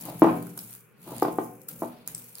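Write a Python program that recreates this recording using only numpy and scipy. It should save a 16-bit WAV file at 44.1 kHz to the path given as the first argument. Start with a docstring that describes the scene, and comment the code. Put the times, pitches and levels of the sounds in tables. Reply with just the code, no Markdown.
"""Wet batter crackles as a hand kneads it in a glass bowl on a table in a small kitchen.
Sticky films tear in clusters, tiny cavities ring and a few larger air pockets burst, over the low
rumble of the hand. Hard pushes make the bowl scuff and rock: each impact is a dull knock that
excites the modes of the glass and the table top. The room's standing waves ring low after every push."""
import sys
import numpy as np
from scipy import signal
from scipy.fft import rfft, irfft
from scipy.io import wavfile
from scipy.ndimage import uniform_filter1d, minimum_filter1d

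SR = 44100
rng = np.random.default_rng(int(sys.argv[2]) if len(sys.argv) > 2 else 0)


def bounce(signal):
    """Save signal as a 16-bit WAV file at the path given by the first command-line argument."""
    frames = np.transpose(np.atleast_2d(signal))
    limited = np.clip(frames, -1, 1)
    pcm = np.round(limited * 32767).astype(np.int16)
    wavfile.write(sys.argv[1], SR, pcm)


N = 105840
T = np.arange(N) / SR
FREQS = np.maximum(np.fft.rfftfreq(2 * N, 1 / SR), 1)
ANTIPHASE = np.array([[1], [-1]])

# Spectrum of the room's quiet air. Each row: frequency in Hz, gain in dB.
AIR_SPECTRUM = [(25, -24), (80, -14.5), (160, 10.5), (280, -9.5), (450, 4), (650, -15), (1400, -6.5),
                (2000, -14.5), (2400, -7), (4000, -37), (16000, -33)]
# Reverberation bands. Each row: centre in Hz, level in dB, T60 in seconds, left-right correlation.
REVERB_BANDS = [(136, -7.5, 0.95, 0.86), (304, -4, 0.54, 0.86), (620, -5.5, 0.466, 0.27),
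                (1055, -4, 0.4, -0.24), (2300, -0.5, 0.5, 0), (4980, -5, 0.25, -0.33),
                (11530, -6, 0.34, 0.32)]
# Standing waves of the kitchen. Each row: frequency in Hz, gain in dB, T60 in seconds.
ROOM_MODES = [(118, 12, 0.75), (169.4, 14.5, 0.83), (245.7, 7, .38), (336, -8.5, 0.2), (406, -2.5, 0.67),
              (494, -7.5, 0.62), (533, -5, 0.58), (718, -11, .3), (800, -14, .28), (920, -11.5, 0.34),
              (1051, -7.5, 0.24)]
# Pushes of the hand and scuffs of the bowl. Each row: start, peak and end in seconds, level in dB.
PUSHES = [(-.2, .14, 0.4, -46), (.25, .33, 0.42, -37.5), (.5, .62, 0.71, -53.5), (.97, 1.16, 1.6, -45.5),
          (1.68, 1.74, 2.19, -51), (2.06, 2.13, 2.25, -52)]
SCUFFS = [(0.032, 0.088, 0.17, -41.5), (1.046, 1.072, 1.38, -49.5), (1.084, 1.135, 1.145, -40.5),
          (.555, .58, 0.6, -49.5)]
# Spectra of a push, a knock and the two crackles. 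Each row: frequency in Hz, gain in dB.
PUSH_SPECTRUM = [(25, -23), (60, -13.5), (92, -20.5), (118, -0.5), (140, -4), (170, 0), (240, -2.5),
                 (400, -16), (900, -23), (3000, -59.5)]
KNOCK_SPECTRUM = [(30, -53), (80, -45.5), (170, -2), (300, 4), (550, 2), (850, 4), (1250, -4.5),
                  (1700, -16.5), (2600, -25.5), (5000, -27.5), (16000, -54)]
FIZZ_SPECTRUM = [(1000, -52.5), (4000, -18), (6500, -6), (8500, -3), (11000, 4.5), (15000, 1), (17000, 4)]
SMACK_SPECTRUM = [(300, -11), (800, 10.5), (1500, 1), (2500, 2.5), (4500, 1.5), (7000, -17), (12000, -29)]
# Modes of the loaded bowl. Each row: frequency in Hz, level in dB, T60 in seconds.
BOWL_MODES = [(720, -25, 0.053), (817.6, -21.5, .06), (901, -29, 0.05), (1059, -29, 0.11),
              (1223, -31.5, 0.046), (1497, -39.5, .05), (1909, -40.5, 0.045), (2319, -42, .055)]
# Impacts of bowl on table. Each row: start in seconds, level in dB, contact cut-off in Hz,
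# table boom in dB, boom pitch in Hz, rebound delay in seconds, rebound level in dB.
KNOCKS = [(.2200, 4, 1500, 3.5, 310, .003, -8), (.2295, -8, 900, 9.5, 335, .0028, -4),
          (.2446, -3, 1600, -10, 260, .0025, -4), (.2569, -9, 1050, -8, 250, .003, -7),
          (.2715, -9, 1400, -15, 300, .004, -8), (.309, -21, 800, -4, 230, .003, -6),
          (1.077, -29, 1230, -20, 300, .003, -6), (1.2241, -3, 1300, -20, 260, .0024, -2),
          (1.2496, -9.5, 1210, -15, 280, .0026, 0), (1.283, -14, 1060, -4, 290, .003, -6),
          (1.3856, -7.5, 1140, -5, 250, .0025, -2), (1.8209, -13.5, 980, -6, 225, .00295, -1),
          (1.8327, -16.5, 950, -5, 230, .0033, -1), (1.8406, -21, 950, -14, 230, .003, -16)]
# Crackle through the kneading strokes. Each row: time in seconds, fizz and smack levels in dB.
STROKES = [(0, -51, -55.5), (.05, -48.5, -47.5), (.17, -52.5, -54), (.25, -52.5, -56), (.36, -55, -58.5),
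           (.55, -59, -62), (.60, -49, -66), (.75, -53, -55), (.82, -65, -103), (.95, -79.5, -71),
           (1.0, -64, -65), (1.06, -54.5, -53.5), (1.22, -51.5, -48), (1.29, -53, -48.5), (1.34, -55, -88),
           (1.45, -53.5, -85), (1.55, -62, -76), (1.675, -65.5, -79), (1.70, -49, -49.5), (1.755, -58, -72),
           (1.79, -49.5, -61), (1.88, -55.5, -59.5), (1.92, -65.5, -58), (2.05, -73, -62.5),
           (2.085, -48, -47), (2.135, -55, -62), (2.18, -50.5, -57), (2.27, -52.5, -61),
           (2.33, -57.5, -61.5), (2.4, -51, -53.5)]
# Bursting air pockets. Each row: peak in seconds, level in dB, pitch and bandwidth in Hz, decay time
# in seconds, left over right in dB, hollow body level in dB, body pitch in Hz.
POPS = [(0.011, -30, 10700, 4000, .0012, 6, -5, 7000), (.0238, -25.5, 11500, 3000, 0.00045, 7, -17, 6500),
        (0.037, -28, 13500, 4000, 0.0011, 2, -14, 5000), (0.0537, -24, 12200, 3970, .0006, 7, -18, 5000),
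        (0.0645, -35, 11400, 3000, .0008, 4, -22, 5000), (.1961, -28.5, 12900, 2490, 0.0013, 8, -24, 5000),
        (.236, -30, 13500, 4000, 0.0018, -3, -22, 4970), (0.426, -31, 12100, 4000, 0.0015, 1, -17, 4700),
        (.469, -35.5, 11000, 4000, 0.0023, -1, -6, 1390), (0.577, -24.5, 11400, 3500, 0.003, -3, -13, 1394),
        (0.5907, -20, 12700, 4000, 0.00074, -3, -8, 4940), (0.5938, -28, 12000, 3000, .0006, 5, -17, 5000),
        (0.708, -34, 12500, 3000, .0014, 5, -18, 4400),
        (0.7297, -28.5, 10500, 3990, 0.00055, -3, -16, 5500),
        (.7378, -33, 11400, 4040, 0.0022, 4.5, -21.5, 5000),
        (.7509, -29, 11800, 4000, 0.00089, 0, -15, 1420), (1.018, -41, 11600, 4000, .001, 1.5, -22, 5000),
        (1.166, -30, 9350, 1200, 0.0009, -9, -14, 5000), (1.1827, -26, 9400, 2500, 0.0011, -2, -9, 4800),
        (1.1992, -22.5, 10800, 1800, .0007, -5, -12, 4800), (1.221, -24, 13500, 4000, .001, 2, -10, 7000),
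        (1.2293, -22.5, 11600, 4000, 0.0019, 0, -9, 5000),
        (1.617, -41.5, 11400, 5000, 0.0024, 7, -26, 6550),
        (1.6875, -24, 13900, 4000, 0.0045, -2, -18.5, 1360),
        (1.763, -37, 12000, 5000, 0.00055, 3, -11, 5030),
        (2.0763, -16.5, 11800, 6000, 0.00092, -1.5, -20, 1500),
        (2.1488, -17, 8550, 1280, 0.0012, 4, -10, 6250), (2.18, -27.5, 12200, 3000, 0.00055, 6, -25, 5000),
        (2.3544, -25.5, 10200, 4530, 0.00095, -6, -10, 5250),
        (2.3841, -27, 11000, 5100, .0007, -4, -8.5, 4500)]
# Stereo balance of the batter. Each row: frequency in Hz, left over right in dB.
TREBLE_BALANCE = [(4000, 0.5), (8500, -1), (12000, 1.5), (15000, 6.5)]


def undb(db):
    """Decibels to amplitude ratio."""
    return 10 ** (np.asarray(db) / 20)


def unit(x):
    """Normalisation to rms 1."""
    return x / np.sqrt(np.mean(x ** 2) + 1e-20)


def pan(db):
    """A level difference between left and right places a source."""
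    return undb(np.array([[db], [-db]]) / 2)


def delay(x, seconds):
    """Time delay by linear interpolation."""
    t = T[:len(x)]
    return np.interp(t - seconds, t, x, left=0)


def colour(x, spectrum):
    """Minimum-phase filter through (Hz, dB) points, made causal by folding the cepstrum."""
    hz, db = np.array(spectrum, float).T
    cepstrum = irfft(np.log(undb(np.interp(np.log(FREQS), np.log(hz), db))))
    cepstrum[1:N] *= 2
    cepstrum[N + 1:] = 0
    return irfft(rfft(x, 2 * N) * np.exp(rfft(cepstrum)))[..., :N]


def butter(x, hz, kind="low", order=2):
    """Butterworth filter, maximally flat in its passband."""
    sections = signal.butter(order, np.minimum(hz, SR / 2 - 100), kind, fs=SR, output="sos")
    return signal.sosfilt(sections, x + 1e-18)


def resonate(x, hz, width_hz):
    """Second-order resonance with gain 1 at its centre."""
    return signal.lfilter(*signal.iirpeak(hz, hz / width_hz, fs=SR), x + 1e-18)


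def damped_sine(t, hz, db, t60):
    """Free vibration of one mode, falling 60 dB in t60 seconds."""
    return undb(db) * np.sin(2 * np.pi * hz * t) * np.exp(-np.log(1000) * t / t60)


def clicks(per_s, spread_db):
    """Poisson impulses, most small and a few large; rms 1."""
    occurs = rng.random(N) < per_s / SR
    size = np.minimum(rng.exponential(size=N), 6)
    return unit(occurs * undb(spread_db * size) * rng.choice([-1, 1], N))


def swells(rows):
    """Sum of amplitude envelopes, each 20 dB below its peak at its start and end."""
    envelope = 0
    for start, peak, end, db in rows:
        distance = np.maximum((peak - T) / (peak - start), (T - peak) / (end - peak))
        envelope += undb(db - 20 * distance ** 1.7)
    return envelope


def room_air(db=-60.5):
    """Ambient noise: steady, low and partly correlated between left and right."""
    noise = rng.standard_normal(N) + rng.standard_normal((2, N))
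    return undb(db) * unit(colour(noise, AIR_SPECTRUM))


def reflections(t60):
    """Diffuse decay: two independent dying noises, whitened so that no pitch stands out."""
    fade = np.exp(-np.log(1000) * np.minimum(T[:SR] / t60, 2))
    noise = rng.standard_normal((2, SR)) * fade
    for _ in range(3):
        white = irfft(np.exp(1j * np.angle(rfft(noise))))
        local_rms = np.sqrt(np.abs(uniform_filter1d(white ** 2, size=1500)) + 1e-18)
        noise = white * fade / local_rms
    return noise


def kitchen(direct, low_hz=100.7, delay_s=0.006):
    """Reverberation: standing waves and a diffuse field, longest in the bass, follow the direct sound."""
    centres = np.array(REVERB_BANDS)[:, 0]
    edges = np.r_[low_hz, np.sqrt(centres[1:] * centres[:-1]), SR / 2]
    response = 0
    for (_, db, t60, correlation), low, high in zip(REVERB_BANDS, edges, edges[1:]):
        mid, side = butter(reflections(t60), [low, high], "band", order=3)
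        band = np.sqrt(1 + correlation) * mid + np.sqrt(1 - correlation) * side * ANTIPHASE
        response += undb(db) * unit(band) * np.sqrt(2 * (high - low)) / SR
    late = np.array([delay(channel, delay_s) for channel in direct])
    standing = sum(undb(db) * resonate(late.mean(axis=0), hz, np.log(1000) / np.pi / t60)
                   for hz, db, t60 in ROOM_MODES)
    return direct + signal.fftconvolve(late, response, axes=1)[:, :N] + standing


def finger_rub(hz=500, width_hz=130):
    """Friction of a finger on the bowl: a faint narrow-band hum that starts abruptly and fades."""
    hum = resonate(resonate(rng.standard_normal(N), hz, width_hz), hz, width_hz)
    return swells([(1.495, 1.5, 2.5, -60.5)]) * unit(hum)


def hand_pushes():
    """Structure-borne sound: the hand's soft weight rumbles through batter, bowl and table."""
    return swells(PUSHES) * unit(colour(rng.standard_normal(N), PUSH_SPECTRUM))


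def scuffs():
    """Sliding friction: the bowl catches on the table in many small, dull impulses."""
    grains = colour(clicks(per_s=900, spread_db=1.5), KNOCK_SPECTRUM)
    return swells(SCUFFS) * unit(butter(grains, hz=1087))


def chatter():
    """Forced vibration: rapid contacts drive the glass modes as the bowl settles from its hardest knock."""
    contacts = butter(np.array([clicks(per_s=900, spread_db=1.5) for _ in range(2)]), hz=2330)
    ringing = sum(undb(db) * resonate(contacts, hz, width_hz=50) for hz, db, _ in BOWL_MODES)
    return swells([(0.222, 0.3, 0.305, -31.5)]) * unit(ringing)


def knocks(blow_db=23, rattle_db=-46, rattle_decay_s=0.021, right_cutoff_ratio=1.46):
    """Impact excitation: the bowl strikes, rebounds, rings and rattles, and the table top booms."""
    out, t = np.zeros((2, N)), T[:SR // 4]
    blow = -undb(blow_db) * colour(signal.unit_impulse(N), KNOCK_SPECTRUM)[:len(t)]
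    glass = sum(damped_sine(t, *mode) for mode in BOWL_MODES) * (1 - np.exp(-t / 0.00094))
    for start, db, contact_hz, boom_db, boom_hz, rebound_s, rebound_db in KNOCKS:
        table_mode = damped_sine(t, boom_hz, db=-7, t60=0.027) * (1 - np.exp(-t / 0.0015))
        boom = undb(boom_db) * butter(table_mode, 116, "high", order=1)
        rebound = undb(rebound_db) * delay(butter(blow, hz=1330, order=1), rebound_s)
        impact = blow + rebound + boom
        thud = np.array([butter(impact, contact_hz), butter(impact, contact_hz * right_cutoff_ratio)])
        buzz = unit(resonate(rng.standard_normal((2, len(t))), hz=2580, width_hz=1100))
        rattle = undb(rattle_db) * buzz * np.exp(-t / rattle_decay_s)
        i = int(start * SR)
        out[:, i:i + len(t)] += undb(db) * (thud + glass + rattle)
    return out


def bowl(echo_s=0.0057, echo_db=-14):
    """Early reflection: a nearby surface returns the bowl's sounds, duller and from the left."""
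    direct = knocks() + scuffs() + chatter()
    echo = delay(butter(direct.mean(axis=0), hz=1500, order=1), echo_s)
    return direct + undb(echo_db) * pan(db=6) * echo


def cavities(count=2600, low_hz=3243, high_hz=14740, decay_s=0.006, size=1200):
    """Bubble resonance: each tiny cavity in the batter rings briefly at its own pitch; rms 1."""
    out, t = np.zeros((2, N + size)), T[:size]
    for when, pitch, strength, place in rng.random((count, 4)):
        i, hz = int(when * N), low_hz + pitch * (high_hz - low_hz)
        phase = np.array([[0], [2 * np.pi * place]])
        out[:, i:i + size] += strength ** 3 * np.sin(2 * np.pi * hz * t + phase) * np.exp(-t / decay_s)
    return unit(out[:, :N])


def crackle(cluster_per_s=170, cluster_db=2.76, cavity_db=-5):
    """Shot noise: sticky films tear in clusters among ringing cavities, a fine fizz over coarse smacks."""
    times, fizz_db, smack_db = np.array(STROKES).T
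    wander = np.interp(T * cluster_per_s, np.arange(4096), rng.standard_normal(4096))
    clusters = undb(cluster_db * wander)
    bubbles = undb(cavity_db) * cavities()

    def tearing(spectrum, stroke_db, per_s):
        mid, side = clicks(per_s, spread_db=2.5), clicks(per_s, spread_db=2.5)
        grains = clusters * (mid + side * ANTIPHASE + bubbles)
        return unit(colour(grains, spectrum)) * undb(np.interp(T, times, stroke_db))

    fizz = tearing(FIZZ_SPECTRUM, fizz_db + 6, per_s=2300)
    smack = tearing(SMACK_SPECTRUM, smack_db - 4, per_s=2200)
    return fizz + smack


def pops(gain_db=-4, body_q=7.5, rise_share=0.4, size=2048):
    """Pressure release: an air pocket strains, snaps open with a bright spit and its hollow resonates."""
    out = np.zeros((2, N + size))
    for peak, db, hz, width_hz, decay_s, pan_db, body_db, body_hz in POPS:
        i = max(int(peak * SR) - size // 8, 0)
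        t = T[:size] + i / SR - peak  # negative during the rise
        mid, side = rng.standard_normal((2, size))
        tear = mid + side * ANTIPHASE
        spit = unit(butter(resonate(tear, hz, width_hz), 4400, "high"))
        body = undb(body_db) * unit(resonate(tear, body_hz, body_hz / body_q))
        snap = np.exp(-np.maximum(t, -t / rise_share) / decay_s)
        out[:, i:i + size] += undb(db + gain_db) * pan(pan_db) * (spit + body) * snap
    return out[:, :N]


def batter():
    """Level difference by frequency: the top treble of crackle and pops is stronger on the left."""
    wet = crackle() + pops()
    return np.array([colour(channel, [(hz, sign * db / 2) for hz, db in TREBLE_BALANCE])
                     for channel, sign in zip(wet, (1, -1))])


def scene():
    """Superposition: bowl, hand and batter sound in the kitchen, over its quiet air."""
    air = room_air()
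    handling = (bowl() + finger_rub() + hand_pushes()) * pan(db=1.36)
    return air + kitchen(handling + batter())


def record(dry, ceiling_db=-0.5, window_s=0.003, top_hz=15750):
    """Peak and band limiting: the gain dips at peaks over the ceiling, and a low-pass cuts the top."""
    size = int(window_s * SR)
    allowed_gain = np.minimum(1, undb(ceiling_db) / (np.abs(dry).max(axis=0) + 1e-9))
    gain = uniform_filter1d(minimum_filter1d(allowed_gain, size), size)
    return signal.sosfilt(signal.ellip(8, .2, 70, top_hz, fs=SR, output="sos"), dry * gain)


dry = scene()
out = record(dry)
bounce(out)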